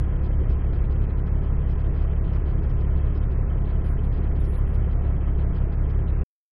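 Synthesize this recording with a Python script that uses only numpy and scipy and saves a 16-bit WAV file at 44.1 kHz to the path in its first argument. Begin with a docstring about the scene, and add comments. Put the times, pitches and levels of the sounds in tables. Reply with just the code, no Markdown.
"""Idling diesel truck, heard in the cab

A six-cylinder diesel idles at 700 rpm. Its firings throb through the floor, unequal cylinders make it
lope, and the air of the closed cab booms in resonance. Combustion clatter comes dulled through the
panels, its treble flaring briefly, and soft noise near 3 kHz pulses and flickers. A faint hum and thin
high tones come and go; near the end the sound cuts out."""
import sys
import numpy as np
from scipy import signal
from scipy.fft import rfft, irfft, next_fast_len
from scipy.io import wavfile

SR = 44100
rng = np.random.default_rng(int(sys.argv[2]) if len(sys.argv) > 2 else 0)


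def to_wav(s):
    """Save 16-bit WAV."""
    ch = np.atleast_2d(s).T  # columns
    pcm = np.round(np.clip(ch, -1, 1) * 32767)  # PCM
    wavfile.write(sys.argv[1], SR, pcm.astype(np.int16))


N = 287091
T = np.arange(N) / SR
FIRING_HZ, CYLINDERS = 35.003, 6
FLARE_EDGE_S = .008
# treble flares of the clatter: t/s, duration/s, top f/Hz, spectrum level/dB before colouring
FLARES = [(0.231, 0.048, 5100, -100.0), (0.494, 0.041, 5500, -99.0), (0.728, 0.044, 5000, -100.0),
          (0.837, 0.023, 4200, -103.0), (0.899, 0.033, 5000, -102.0), (1.02, 0.029, 4600, -102.0),
          (1.093, 0.022, 4400, -98.0), (1.175, 0.025, 4600, -101.0), (1.262, 0.022, 5700, -103.0),
          (1.432, 0.022, 5100, -103.0), (1.601, 0.016, 3800, -97.0), (1.684, 0.049, 5700, -103.0),
          (1.794, 0.025, 5100, -101.0), (1.841, 0.031, 3800, -96.0), (1.945, 0.09, 5100, -102.0),
          (2.112, 0.018, 3700, -97.0), (2.244, 0.067, 4500, -101.0), (2.327, 0.043, 5600, -102.0),
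          (2.458, 0.065, 4900, -101.0), (2.63, 0.02, 5100, -102.0), (2.694, 0.021, 5600, -102.0),
          (2.799, 0.023, 5100, -101.0), (2.969, 0.022, 4600, -100.0), (3.055, 0.019, 4100, -96.0),
          (3.146, 0.039, 5500, -100.0), (3.226, 0.019, 3800, -96.0), (3.311, 0.023, 5100, -102.0),
          (3.653, 0.066, 4600, -99.0), (3.844, 0.046, 5000, -100.0), (4.035, 0.023, 4600, -98.0),
          (4.126, 0.059, 5000, -100.0), (4.228, 0.023, 4600, -99.0), (4.356, 0.017, 5100, -101.0),
          (4.396, 0.028, 3800, -94.0), (4.438, 0.033, 5600, -102.0), (4.524, 0.041, 4500, -98.0),
          (4.738, 0.026, 5500, -100.0), (4.911, 0.023, 5000, -98.0), (5.037, 0.043, 4200, -100.0),
          (5.381, 0.047, 4600, -100.0), (5.546, 0.045, 5100, -100.0), (5.721, 0.023, 5000, -100.0),
          (5.894, 0.02, 5500, -99.0), (6.081, 0.026, 4200, -96.0)]


def crank(first_firing_s, wander):
    """Phase of a governed rotation, counted in firings: the speed is almost constant."""
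    return FIRING_HZ * (T - first_firing_s) + wander * drift(0.86)


def throb(firings, flutter_db):
    """Periodic pressure pulses form a harmonic series; the cab's resonant phase lag spreads each pulse."""
    # harmonics: multiple of the firing rate, rms level/dB
    harmonics = [(1, -25.4), (2, -25.7), (3, -33.8), (4, -36.2), (5, -44.3), (6, -58), (7, -63), (11, -58),
                 (12, -58), (14, -61), (15, -59.5), (18, -68)]
    # air modes of the cab: f/Hz, bandwidth/Hz
    air_modes = [(82, 11.5), (134, 6)]
    out = 0
    for k, db in harmonics:
        hz = k * FIRING_HZ
        lag = sum(2 * np.arctan2(width * hz, centre ** 2 - hz ** 2) for centre, width in air_modes)
        out += from_db(db) * np.cos(2 * np.pi * k * firings - lag)
    return np.sqrt(2) * out * from_db(flutter_db * drift(4.7))


def lope(firings, odd_place=-.17, smear_firings=.07):
    """Half-order vibration: one odd cylinder jolts the block on its mounts every second crank turn."""
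    # harmonics: multiple of the four-stroke cycle rate, rms level/dB
    harmonics = [(2, -39), (3, -41), (4, -45), (7, -34), (8, -48), (9, -38), (10, -50), (13, -47),
                 (15, -45.5), (19, -43), (20, -45.5), (21, -47), (22, -53), (26, -54), (27, -54), (29, -52),
                 (31, -55), (32, -55), (33, -56), (45, -57)]
    cycles = (firings - odd_place) / CYLINDERS
    out = 0
    for k, db in harmonics:
        smear = rng.normal(0, smear_firings) / CYLINDERS
        out += from_db(db) * np.cos(2 * np.pi * k * (cycles + smear))
    return np.sqrt(2) * out


def boom(firings, pump):
    """Forced resonance: random shaking, swelling with each firing, drives the air of the cab."""
    # boom of the cab air: f/Hz, spectrum level/dB
    spectrum = [(7, -78), (18, -58), (29, -61), (44, -56), (53, -49.5), (62, -47), (73, -51.5),
                (100, -54.5), (130, -56.5), (185, -60), (215, -67), (245, -80), (400, -90)]
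    shake = rng.standard_normal(N) * (1 + pump * np.cos(2 * np.pi * firings))
    return coloured(rms_one(shake), spectrum)


def swells(waver_hz):
    """The cab air swells into a deep tone that rises and dies under a half-sine envelope."""
    # deep booms: t/s, duration/s, f/Hz, peak level/dB
    booms = [(0.336, 0.33, 62.7, -20.5), (0.69, 0.31, 59, -27)]
    out = 0
    for start, length, hz, db in booms:
        envelope = np.sin(np.pi * np.clip((T - start) / length, 0, 1))
        phase = 2 * np.pi * np.cumsum(hz + waver_hz * drift(7.5)) / SR
        out += from_db(db) * envelope * np.sin(phase)
    return out


def knocks(firings, cylinder_db, alike, decay_s, steady, rise_s=0.0051):
    """Impulsive excitation: each firing adds an exponentially damped burst to a steady noise."""
    number = np.floor(firings).astype(int) + CYLINDERS
    age_s = firings % 1 / FIRING_HZ
    scatter_db = 1.5 * rng.standard_normal(number.max() + 1)   # no two burns are quite equal
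    strength = from_db(cylinder_db[number % CYLINDERS] + scatter_db[number])
    burst = (1 - np.exp(-age_s / rise_s)) * np.exp(-age_s / decay_s)
    cycle_size = round(SR * CYLINDERS / FIRING_HZ)
    recurring = rng.standard_normal(cycle_size)[np.arange(N) % cycle_size]   # each cylinder's own grain
    grain = np.sqrt(alike) * recurring + np.sqrt(1 - alike) * rng.standard_normal(N)
    return rms_one(grain * (steady + strength * burst))


def clatter(firings, split_hz):
    """Transmission through panels: combustion thuds and rattle lose treble and excite resonances."""
    # cylinders in firing order: relative thud level/dB, relative rattle level/dB
    cylinders = [(-1, -1), (6, 1), (-2, 0), (5, 2), (2, 0), (-4, -1)]
    # clatter behind the bulkhead: f/Hz, spectrum level/dB
    spectrum = [(120, -59), (230, -65.5), (370, -68), (600, -75), (850, -79), (1400, -84), (2000, -87.5),
                (2300, -92), (2600, -102), (3100, -115), (3400, -128)]
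    # panel resonances: f/Hz, bandwidth/Hz, lift/dB
    panels = [(295, 30, 2.5), (345, 30, 2), (400, 50, 3.5), (485, 30, 2.5), (520, 25, 3), (615, 30, 2.5),
              (684, 32, 2.5), (830, 30, 1.5), (1025, 60, 5.5), (1305, 65, 4.5), (1440, 30, 2),
              (1653, 40, 3), (1866, 20, 2.5), (1962, 60, 2.5), (2270, 40, 3)]
    thud_db, rattle_db = np.transpose(cylinders)
    thuds = knocks(firings, thud_db, alike=0.32, decay_s=0.007, steady=0.93)
    rattle = knocks(firings, rattle_db, alike=0.17, decay_s=0.068, steady=0.49)
    low = signal.sosfilt(signal.butter(2, split_hz, "low", fs=SR, output="sos"), thuds)
    high = signal.sosfilt(signal.butter(2, split_hz, "high", fs=SR, output="sos"), rattle)
    return coloured(low + high, spectrum, panels)


def flares(ragged_db, low_hz=3400):
    """Resonant filtering gives short, ragged bursts of treble noise a metallic edge."""
    # spectral tilt: f/Hz, gain/dB
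    tilt = [(3400, 3), (4200, -4), (5700, -2)]
    # metallic resonances: f/Hz, bandwidth/Hz, lift/dB
    ring = [(4080, 120, 6), (4560, 100, 5), (4950, 140, 6), (5500, 120, 5)]
    bursts = np.zeros(N)
    for start, length, top_hz, db in FLARES:
        level = gate(start - FLARE_EDGE_S / 2, length + FLARE_EDGE_S, FLARE_EDGE_S)
        live = level > 0
        bursts[live] += from_db(db) * level[live] * noise_band(low_hz, top_hz, order=12, size=live.sum())
    ragged = rms_one(from_db(ragged_db * drift(98)))
    return coloured(bursts * ragged / np.sqrt(SR / 2), tilt, ring)


def treble_flicker(firings, spectrum, lope_share, on_bias, pulse_depth):
    """Amplitude modulation: a soft band of treble noise near 3 kHz pulses and flickers on and off."""
    sway = lope_share * np.cos(2 * np.pi * (firings - 1.5) / CYLINDERS)
    flicker = (1 + np.tanh(5 * (drift(20) + sway + on_bias))) / 2
    flaring = sum(gate(start - FLARE_EDGE_S, length + 2 * FLARE_EDGE_S, FLARE_EDGE_S)
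                  for start, length, _, _ in FLARES)
    level = np.maximum(flicker, flaring) * (1 + pulse_depth * np.sin(2 * np.pi * firings))
    return coloured(rms_one(level * rng.standard_normal(N)), spectrum)


def hum(hz, width_hz):
    """Narrow-band noise is heard as a wavering hum that comes and goes behind the engine."""
    # course of the hum: t/s, rms level/dB
    levels = [(0, -70.5), (3.0, -68), (3.5, -54.5), (3.9, -61.5), (4.3, -55), (4.65, -67.5), (5.0, -54),
              (5.4, -59.5), (6.2, -62)]
    band = rms_one(noise_band(hz - width_hz / 2, hz + width_hz / 2, order=2))
    return from_db(np.interp(T, *np.transpose(levels))) * band


def whistles(waver_hz, grit_db, grit_width_hz=750):
    """Random frequency and amplitude modulation make thin tones flicker, each in a band of grit."""
    # high tones: t/s, duration/s, f/Hz, grit centre f/Hz, peak level/dB before flutter
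    tones = [(3.834, 0.105, 10647, 10900, -68), (4.027, 0.038, 10647, 10900, -68),
             (4.39, 0.04, 10750, 10900, -67), (4.434, 0.11, 10647, 10900, -66),
             (4.535, 0.065, 10647, 10900, -63.5), (4.564, 0.036, 13360, 13150, -71),
             (4.667, 0.038, 10700, 10900, -68), (4.732, 0.035, 10647, 10900, -68)]
    waver = waver_hz * drift(120)
    flutter = from_db(2 * drift(25))
    out = 0
    for start, length, hz, grit_hz, db in tones:
        tone = flutter * np.sin(2 * np.pi * np.cumsum(hz + waver) / SR)
        grit = rms_one(noise_band(grit_hz - grit_width_hz / 2, grit_hz + grit_width_hz / 2))
        out += from_db(db) * gate(start, length, edge_s=.01) * (tone + from_db(grit_db) * grit)
    return out


def from_db(db):
    """Amplitude ratio of a level in decibels."""
    return 10 ** (np.asarray(db) / 20)


def rms_one(x):
    """Normalisation to unit rms."""
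    return x / np.sqrt(np.mean(x ** 2))


def drift(rate_hz):
    """Low-pass random fluctuation of unit rms."""
    hz = np.fft.rfftfreq(N, 1 / SR)
    return rms_one(irfft(rfft(rng.standard_normal(N)) / (1 + (hz / rate_hz) ** 2), N))


def gate(start, length, edge_s):
    """Trapezoidal envelope of one short event."""
    return np.clip(np.minimum(T - start, start + length - T) / edge_s, 0, 1)


def noise_band(low_hz, high_hz, order=6, size=N):
    """Band-pass noise at a spectrum level of 0 dB (power in 1 Hz)."""
    band = signal.butter(order, [low_hz, high_hz], "band", fs=SR, output="sos")
    return signal.sosfilt(band, rng.standard_normal(size)) * np.sqrt(SR / 2)


def coloured(white, spectrum, resonances=()):
    """Spectral shaping: unit white noise takes on given spectrum levels, plus resonance peaks."""
    size = next_fast_len(N)
    hz = np.maximum(np.fft.rfftfreq(size, 1 / SR), 1)
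    points_hz, points_db = np.transpose(spectrum)
    db = np.interp(np.log(hz), np.log(points_hz), points_db)
    db -= 30 * np.log2(np.maximum(hz / points_hz[-1], 1))   # 30 dB an octave above the last point
    for centre, width, lift in resonances:
        db += lift / (1 + (2 * (hz - centre) / width) ** 2)
    return irfft(rfft(white, size) * from_db(db) * np.sqrt(SR / 2), size)[:N]


def scene():
    """Superposition of the engine, timed by one crankshaft, with the faint hum and high tones."""
    # lower band of flickering treble noise: f/Hz, spectrum level/dB
    lower_band = [(2150, -110), (2350, -95.5), (2600, -92.5), (2820, -99), (2950, -120)]
    # upper band of flickering treble noise: f/Hz, spectrum level/dB
    upper_band = [(2750, -118), (2900, -99), (3070, -92.5), (3300, -98.5), (3430, -103), (3560, -126)]
    firings = crank(first_firing_s=.0416, wander=.011)
    block = throb(firings, flutter_db=.35) + lope(firings)
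    cab_air = boom(firings, pump=0.062) + swells(waver_hz=1.33)
    metal = clatter(firings, split_hz=1250) + flares(ragged_db=2.0)
    treble = treble_flicker(firings, lower_band, lope_share=0.51, on_bias=0.47, pulse_depth=0.18)
    treble += treble_flicker(firings, upper_band, lope_share=.4, on_bias=0.04, pulse_depth=0.23)
    background = whistles(waver_hz=22, grit_db=-7) + hum(hz=690.5, width_hz=35)
    return (block + cab_air + metal + treble + background)[None]


def record(dry, cut_out_s=6.235, cutoff_hz=15500):
    """Gating and band limiting: the sound cuts out to a trace of hiss, and the top treble is removed."""
    live = np.clip((cut_out_s - T) / .002, 0, 1)
    hiss = from_db(-102) * rng.standard_normal(N)
    low_pass = signal.cheby2(12, 70, cutoff_hz, fs=SR, output="sos")
    return signal.sosfilt(low_pass, dry * live + hiss)


dry = scene()
out = record(dry)
to_wav(out)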